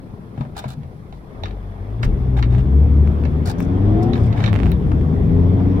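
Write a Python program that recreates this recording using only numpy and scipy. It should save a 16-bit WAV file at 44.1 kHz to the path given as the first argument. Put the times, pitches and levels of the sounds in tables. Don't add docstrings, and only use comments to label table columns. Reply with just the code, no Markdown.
import sys
import numpy as np
from scipy import signal
from scipy.io import wavfile
from scipy.ndimage import uniform_filter1d

SR = 44100
rng = np.random.default_rng(int(sys.argv[2]) if len(sys.argv) > 2 else 0)


def materialize(psi):
    bounded = np.clip(np.atleast_2d(psi).T, -1, 1)
    quanta = np.round(bounded * 32767).astype(np.int16)
    wavfile.write(sys.argv[1], SR, quanta)


N = 255780

# time in seconds, firing rate in Hz, boom of the first firing order in dB,
# load on the engine, given as the level of its growl in dB.
ENGINE_COURSE = [(0, 28.37, -79, -42), (1.19, 27.64, -54, -58.5), (1.39, 43.4, -40, -40.5),
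                 (1.5, 49.5, -31.5, -54.5), (1.62, 47.76, -31, -59), (1.79, 45.27, -40.5, -50.5),
                 (1.96, 54.9, -27.5, -45), (2.1, 65.06, -57, -33.5), (2.21, 64.53, -21.5, -35.5),
                 (2.47, 58.14, -16.5, -35.5), (2.82, 72.38, -14, -33), (3.1, 73.38,  -16.5, -31),
                 (3.41, 76.26, -21, -30.5), (3.5, 80.3, -42, -35), (3.62, 87.9, -34, -24.5),
                 (3.83, 98.85, -14.5, -25), (3.98, 108.3, -19, -17.5), (4.12, 117.4, -26.5, -19.5),
                 (4.22, 115.4, -17, -26.5), (4.51, 106.2, -14.5, -31.5), (4.62, 93.8, -24.5, -25),
                 (4.77, 71.22, -21, -34), (4.94, 75.6, -21.5, -31), (5.23, 82.8, -26, -26),
                 (5.38, 86.2, -15, -21), (5.8, 96.95, -22, -23)]
# pitch in Hz, width in Hz, boost in dB.
BODY_RESONANCES = [(44.6, 3.6, 5.5), (115.7, 9.7, 4), (171, 40, -2.5), (225, 23, -8), (262.2, 16, 0.5),
                   (355, 28, -5), (406.3, 22, -6), (465, 60, -13), (710, 170, -21)]
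# pitch in Hz, level over the growl in dB.
SECOND_ORDER = [(56, -34), (86, -11), (93, 23.5), (102, 8.5), (120, 16), (148, 4), (176, 0.5), (198, -9),
                (230, -7.5)]
# pitch in Hz, level over the growl in dB.
THIRD_ORDER = [(120, -19), (175, 4.5), (222, 0.5), (262, -1.5), (325, -5.5), (348, -9.5)]
QUARTER_LEVELS = [-3, -4.5, -9, -2]
# time in seconds, level in dB.
RUMBLE_COURSE = [(0, -39), (.5, -34.5), (1.1, -36.5), (1.9, -37.5), (2.06, -20), (2.3, -22), (2.9, -17.5),
                 (3.4, -19), (3.55, -22.5), (4.1, -17.5), (4.55, -18), (4.9, -16.5), (5.8, -18.5)]
# pitch in Hz, relative level per Hz in dB.
RUMBLE_COLOUR = [(21, -36), (36, 13), (45, 10.5), (100, 11), (155, 6), (250, 0), (400, -9.5), (700, -58)]
# pitch in Hz, relative level per Hz in dB.
CLATTER_COLOUR = [(420, -5.5), (800, -11.5), (1150, -15), (1500, -21.5), (2100, -24.5), (2900, -34.5),
                  (3450, -30), (4000, -42), (5500, -42.5), (7500, -61), (12000, -88)]
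# pitch in Hz, width in Hz, level over the clatter in dB.
HUMMING_PANELS = [(201.5, 16, -8), (412.8, 45, -15)]
# pitch in Hz, relative level per Hz in dB.
HISS_COLOUR = [(2000, -51), (4000, -5), (7200, -14.5), (11000, -8.5), (16000, -19)]
# pitch in Hz, likeness (1 is the same, below 0 is opposed).
LIKENESS = [(60, 0.88), (130, 1), (290, 0.82), (640, 0.67), (1410, -0.5), (3100, 0.24), (7000, -0.37)]
# pitch in Hz, left minus right in dB.
SIDE_LEAN = [(60, 3), (500, 6), (1300, -1.5), (4400, 0.5), (10000, 3)]
# start in seconds, level in dB, ring in Hz,
# time in seconds to die by 60 dB.
THUDS = [(0.136, -18, 118, 0.059), (0.379, -18.5, 128, 0.24), (0.406, -8.5, 135.4, 0.095),
         (0.458, -23.5, 149, 0.16), (0.656, -17.5, 129.5, 0.21), (0.772, -21.5, 144, 0.21),
         (0.824, -23.5, 85.4, 0.22), (2.047, -23, 142, 0.062), (2.061, -10, 40.5, 0.82),
         (2.573, -15.5, 111, 0.19), (4.726, -13, 73.4, 0.12)]
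# start in seconds, length in seconds, level in dB, brightest pitch in Hz,
# left minus right in dB.
RUBS = [(0.359, 0.1, -59.5, 2000, -2), (0.549, 0.14, -53, 2150, -3), (0.565, 0.048, -43.5, 3970, 1),
        (0.678, 0.069, -51, 4060, -1), (1.125, 0.07, -71, 4150, 1), (2.026, 0.037, -49.5, 5080, 3),
        (2.365, 0.052, -44, 2020, 0.5), (2.501, 0.12, -51.5, 1880, -3), (3.453, 0.075, -43.5, 4693, 0.5),
        (3.581, 0.084, -61, 5870, 13), (4.025, 0.021, -45.5, 5100, -2), (4.154, 0.14, -61, 4900, 4),
        (4.36, 0.15, -46, 2090, -2), (4.53, 0.19, -51.5, 2260, -4)]
# start in seconds, peak of the crack in dB, pitch in Hz that the blow favours,
# peak of the hollow low ring in dB, left minus right in dB.
CLACKS = [(0.3758, -50, 2270, -27, 3), (0.408, -57, 1630, -22, 6), (0.4496, -67, 1700, -29.5, 1),
          (0.6397, -38, 1690, -19.5, 4), (0.831, -38.5, 1750, -33, -1), (1.124, -36.5, 2650, -32.5, -4.5),
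          (1.4343, -17.5, 3700, -17.5, -5.5), (1.455, -24, 2040, -29, 4), (1.481, -33, 2230, -38, -4),
          (1.507, -33, 2430, -35, -6), (2.03, -14.5, 1750, -17.5, -2), (2.425, -15, 2150, -61, -2),
          (3.2512, -31.5, 1759, -28, -15.5), (3.4784, -31, 1750, -19, 4), (4.1319, -22.5, 3700, -42, -14.5),
          (4.1534, -22.5, 1681, -39, 2), (4.3257, -26.5, 2150, -26, -3), (4.403, -20, 2076, -34, -3),
          (4.4386, -13.5, 2200, -20, -2), (4.46, -23.5, 3544, -28, -19), (4.476, -15.5, 1963, -40, -1.5),
          (4.7161, -24.5, 2730, -42, -3.5), (4.9154, -56, 1611, -21, 4.5)]
# pitch in Hz, width in Hz, relative level in dB.
TRIM_MODES = [(590, 300, 31), (780, 150, 14.5), (1300, 400, 9), (1750, 420, 3.5), (2150, 410, -4.5),
              (2630, 1250, -3.5), (3700, 240, 1), (5170, 580, -11), (8100, 3100, -18)]
# start in seconds, level of the knock in dB, level of its treble edge in dB,
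# left minus right in dB.
TICKS = [(2.5498, -22.5, -47, -17), (2.5673, -38, -55, -1), (2.5823, -21, -56, -5), (2.5923, -22, -38, -7),
         (3.0747, -20.5, -65, 0), (3.2375, -21, -55, -3), (3.6040, -15, -23, 6), (4.1785, -20, -49, 3),
         (4.4172, -27, -50, -5), (4.4952, -31, -46, -6), (4.5301, -13, -34, -16), (4.5412, -19, -36, -19),
         (4.5542, -13.5, -52, -6), (4.5607, -11, -50, -10), (4.5646, -23, -56, -13),
         (4.5900, -22, -54, -19), (4.6015, -18.5, -58, -17), (4.6075, -35, -62, -8),
         (4.6200, -30, -50, -12), (4.6329, -15.5, -47, -14), (4.6582, -15.5, -50, -6),
         (4.6668, -19, -40, -12), (4.7178, -25, -22, -14), (5.0114, -25, -65, -3)]

STEP = 100
FULL_DB, THIRD_PER_LOAD, FIFTH_DB, SIX_HALF_DB = -23, 0.4, 6, 16
IDLE_HZ, CLATTER_IDLE_DB, CLATTER_DB_PER_OCTAVE, CLATTER_PER_LOAD = 30.2, -42, 6, 0.089
THUD_OVERTONE, THUD_OVERTONE_DB = 1.6, -7
CRACK_T60, RATTLE_T60, RATTLE_SHARE, SNAP_DB = .02, .12, .25, -26.5
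PUSH_S, TICK_HZ, TICK_T60, TICK_RING = 0.00013, 1940, 0.0017, 0.84
FAINT_PER_S, FAINT_DB, FAINT_EDGE_DB, ROLLING_S = 5, -38, -64, 2.1
EAR_LAG = 17
HISS_DB, EDGE_HZ = -67, 16450


def amp(db):
    return 10 ** (np.asarray(db) / 20)


def evened(x):
    return x / np.sqrt(np.mean(x ** 2) + 1e-20)


def read(points, hz):
    f, value = np.transpose(points)
    return np.interp(np.log(hz + 1), np.log(f + 1), value)


def columns(rows):
    s, *rest = np.transpose(rows)
    return [np.interp(np.arange(N) / SR, s, c) for c in rest]


def add(mix, s, sound, pan_db):
    part = mix[:, round(s * SR):][:, :sound.shape[-1]]
    sides = amp([[pan_db / 2], [-pan_db / 2]])
    part += (sound * sides)[:, :part.shape[1]]


def ring(x, hz, width):
    sharpness = max(hz / width, .3)
    return signal.lfilter(*signal.iirpeak(min(hz, SR / 2.5), sharpness, SR), x)


def ring_twice(x, hz, width, wider):
    return ring(ring(x, hz, width), hz, wider)


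def waver(depth):
    return depth * evened(uniform_filter1d(rng.standard_normal(N // STEP + 1), size=60))


def every_sample(values):
    return np.interp(np.arange(N) / STEP, np.arange(len(values)), values)


def noise(colour, patchy_db, size=2048):
    frames, hz = 4 * N // size + 5, np.fft.rfftfreq(size, 1 / SR)
    a, b, c, d, patches = rng.standard_normal((frames, len(hz), 5)).T
    patches = uniform_filter1d(uniform_filter1d(patches, size=6, axis=0), size=6, axis=1)
    same = np.clip(read(LIKENESS, hz), -1, 1)[:, None]
    lean = amp(read(SIDE_LEAN, hz)[:, None] / 2)
    left = a + 1j * b
    right = same * left + np.sqrt(1 - same ** 2) * (c + 1j * d)
    spectrum = np.array([left * lean, right / lean])
    spectrum *= amp(read(colour, hz)[:, None] + patchy_db * evened(patches))
    return evened(signal.istft(spectrum, nperseg=size, noverlap=3 * size // 4)[1][:, :N])


def sideways(x, own):
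    return np.array([np.roll(x, EAR_LAG), x]) + own


def struck(blow, modes, favoured_hz):
    sound = 0
    for f, width, db in modes:
        octaves_off = min(abs(np.log2(f / favoured_hz)), 2.6)
        sound = sound + amp(db - 8.3 * octaves_off) * ring_twice(blow, f, width, 3 * width) / np.sqrt(width)
    return sound / abs(sound).max()


def engine():
    hz, first_db, growl_db = columns(ENGINE_COURSE)
    hz = uniform_filter1d(hz, size=2000)
    firings = np.cumsum(hz) / SR + every_sample(waver(.018))
    first_db = first_db + every_sample(waver(2.2))
    second_db = growl_db + read(SECOND_ORDER, 2 * hz) + every_sample(waver(2.8))
    third_db = growl_db + THIRD_PER_LOAD * (growl_db - FULL_DB) + read(THIRD_ORDER, 3 * hz)
    third_db = third_db + every_sample(waver(2.5))
    first = amp(first_db) * np.cos(2 * np.pi * firings)
    second = amp(second_db) * np.sin(4 * np.pi * firings)
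    third = amp(third_db) * np.cos(6 * np.pi * firings + [[0], [.9]])
    out = np.sqrt(2) * (first + second + third)

    grid = np.arange(1., 1300)
    body = np.sqrt(sum(amp(2 * db) / (1 + (2 * (grid - f) / w) ** 2) ** 2 for f, w, db in BODY_RESONANCES))
    for quarter in [*range(2, 32), *range(32, 49, 2)]:
        if quarter in (4, 8, 12):
            continue
        start, shift = rng.random(2)
        if quarter % 4 == 0:
            start *= .25
        extra_db = {20: FIFTH_DB, 26: SIX_HALF_DB}.get(quarter, 0)
        order_db = growl_db[::STEP] + QUARTER_LEVELS[quarter % 4] + extra_db + waver(3)
        level = amp(order_db) * np.interp(hz[::STEP] * quarter / 4, grid, body)
        apart = np.array([[0], [(shift - .5) * min(quarter / 48, .5)]])
        line = np.cos(2 * np.pi * (quarter / 4 * firings + start + apart))
        out += every_sample(level) * line

    speed_db = CLATTER_DB_PER_OCTAVE * np.log2(hz / IDLE_HZ)
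    clatter_db = CLATTER_IDLE_DB + speed_db + CLATTER_PER_LOAD * (growl_db - growl_db[0])
    return out * amp([[1.5], [-1.5]]), firings, clatter_db


def road_rumble():
    rumble_db, = columns(RUMBLE_COURSE)
    return amp(rumble_db) * noise(RUMBLE_COLOUR, 2.5, size=4096)


def combustion_clatter(firings, clatter_db):
    puffs = evened(1 + 0.14 * np.cos(2 * np.pi * firings))
    clatter = noise(CLATTER_COLOUR, 1.88, size=1024)
    hum = sum(amp(db) * evened(ring_twice(clatter, hz, width, 2 * width)) for hz, width, db in HUMMING_PANELS)
    return amp(clatter_db) * (puffs * clatter + hum)


def add_thuds(mix):
    t = np.arange(SR // 4) / SR
    for s, db, hz, t60 in THUDS:
        fade = np.cos(np.pi / 2 * t / t[-1])
        push = np.minimum(t / 0.0036, 1) * amp(db - 60 * t / t60) * fade
        overtone = amp(THUD_OVERTONE_DB) * np.sin(2 * np.pi * THUD_OVERTONE * hz * t)
        thud = push * (np.sin(2 * np.pi * hz * t) + overtone)
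        add(mix, s, thud * np.ones((2, 1)), 3.1)


def add_rubs(mix):
    t = np.arange(SR // 4) / SR
    for s, length, db, hz, pan in RUBS:
        unevenness = amp(3.5 * evened(uniform_filter1d(rng.standard_normal(len(t)), size=180)))
        a, b, c = rng.standard_normal((3, len(t))) * unevenness
        grit = sideways(a, 1.6 * np.array([b, c]))
        stroke = np.clip(np.minimum(t / 0.0041, (length - t) / 0.021), 0, 1)
        body = 0
        for k, (f, width, level) in enumerate(TRIM_MODES[1:]):
            shifted = np.roll(grit, 40 * k, axis=1)
            body = body + amp(level) * evened(ring_twice(shifted, f, width, 2 * width))
        bright = evened(ring_twice(grit, hz, 1000, 6400))
        treble = 1.06 * min(hz / 4000, 1) ** 3 * evened(ring(grit, 5900, 7300))
        add(mix, s, amp(db) * stroke * (bright + 0.44 * body + treble), pan)


def add_clacks(mix):
    t = np.arange(3000) / SR
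    for s, db, hz, low_db, pan in CLACKS:
        a, b, c = rng.standard_normal((3, 3000))
        shake = sideways(a, .9 * np.array([b, c])) * np.minimum(t / 0.0022, 1)
        rattle = RATTLE_SHARE * ring(shake, 1700, 4500) * amp(-60 * t / RATTLE_T60)
        blow = shake * amp(-60 * t / CRACK_T60) + rattle
        snap = amp(db + SNAP_DB - 60 * t / 0.025) * ring(shake, 10000, 10000)
        crack = amp(db) * struck(blow, TRIM_MODES[2:], hz)
        hollow = amp(low_db) * struck(blow, TRIM_MODES[:2], 950)
        add(mix, s, crack + hollow + snap, pan)


def faint_ticks():
    rolling = N / SR - ROLLING_S
    when, size, side = rng.random((round(FAINT_PER_S * rolling), 3)).T
    size_db = 12 * (size - .5)
    return list(zip(ROLLING_S + when * rolling, FAINT_DB + size_db, FAINT_EDGE_DB + size_db, 16 * (side - .7)))


def add_ticks(mix):
    t = np.arange(600) / SR
    click = 1. * (np.arange(600) == 0)
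    u = t - 4 * PUSH_S
    tick_ring = (u > 0) * np.sin(2 * np.pi * TICK_HZ * u) * amp(-60 * abs(u) / TICK_T60)
    knock = np.exp(-.5 * (u / PUSH_S) ** 2) - TICK_RING * tick_ring
    edge = np.roll(ring_twice(click, 16000, 5000, 9000), EAR_LAG)
    for s, db, edge_db, pan in TICKS + faint_ticks():
        slips = click + .15 * rng.standard_normal(600) * amp(-60 * t / .02) * (rng.random(600) < .05)
        shape = amp(db) * knock / knock.max() - amp(edge_db) * edge / edge.max()
        tick = np.convolve(slips, shape)
        smear = click + .3 * rng.standard_normal(600) * amp(-60 * t / 0.0062)
        left = np.convolve(tick, smear / np.linalg.norm(smear))[:len(tick)]
        add(mix, s, np.array([left, tick]), pan)


def upholstery(x):
    t = np.arange(SR // 8) / SR
    signs = rng.choice([-1., 1.], (2, len(t)))
    sparse = rng.random((2, len(t))) < .05
    taps = signs * sparse * amp(-60 * t / 0.11) * (t > .002)
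    return signal.fftconvolve(x, taps / np.linalg.norm(taps[0]), axes=1)[:, :N]


def scene():
    motor, firings, clatter_db = engine()
    ride = road_rumble() + combustion_clatter(firings, clatter_db)
    near = np.zeros((2, N))
    add_thuds(near)
    add_rubs(near)
    add_clacks(near)
    add_ticks(near)
    dull = signal.lfilter(*signal.butter(2, (500, 6000), "band", fs=SR), near)
    return motor + ride + near + amp(-8) * upholstery(dull)


def record(dry):
    wet = dry + amp(HISS_DB) * noise(HISS_COLOUR, .8, size=1024)
    wet = 1.1 * np.tanh(wet / 1.1)
    band_limit = signal.firwin(511, EDGE_HZ, window=("kaiser", 9), fs=SR)
    return signal.oaconvolve(wet, band_limit[None], "same")


dry = scene()
out = record(dry)
materialize(out)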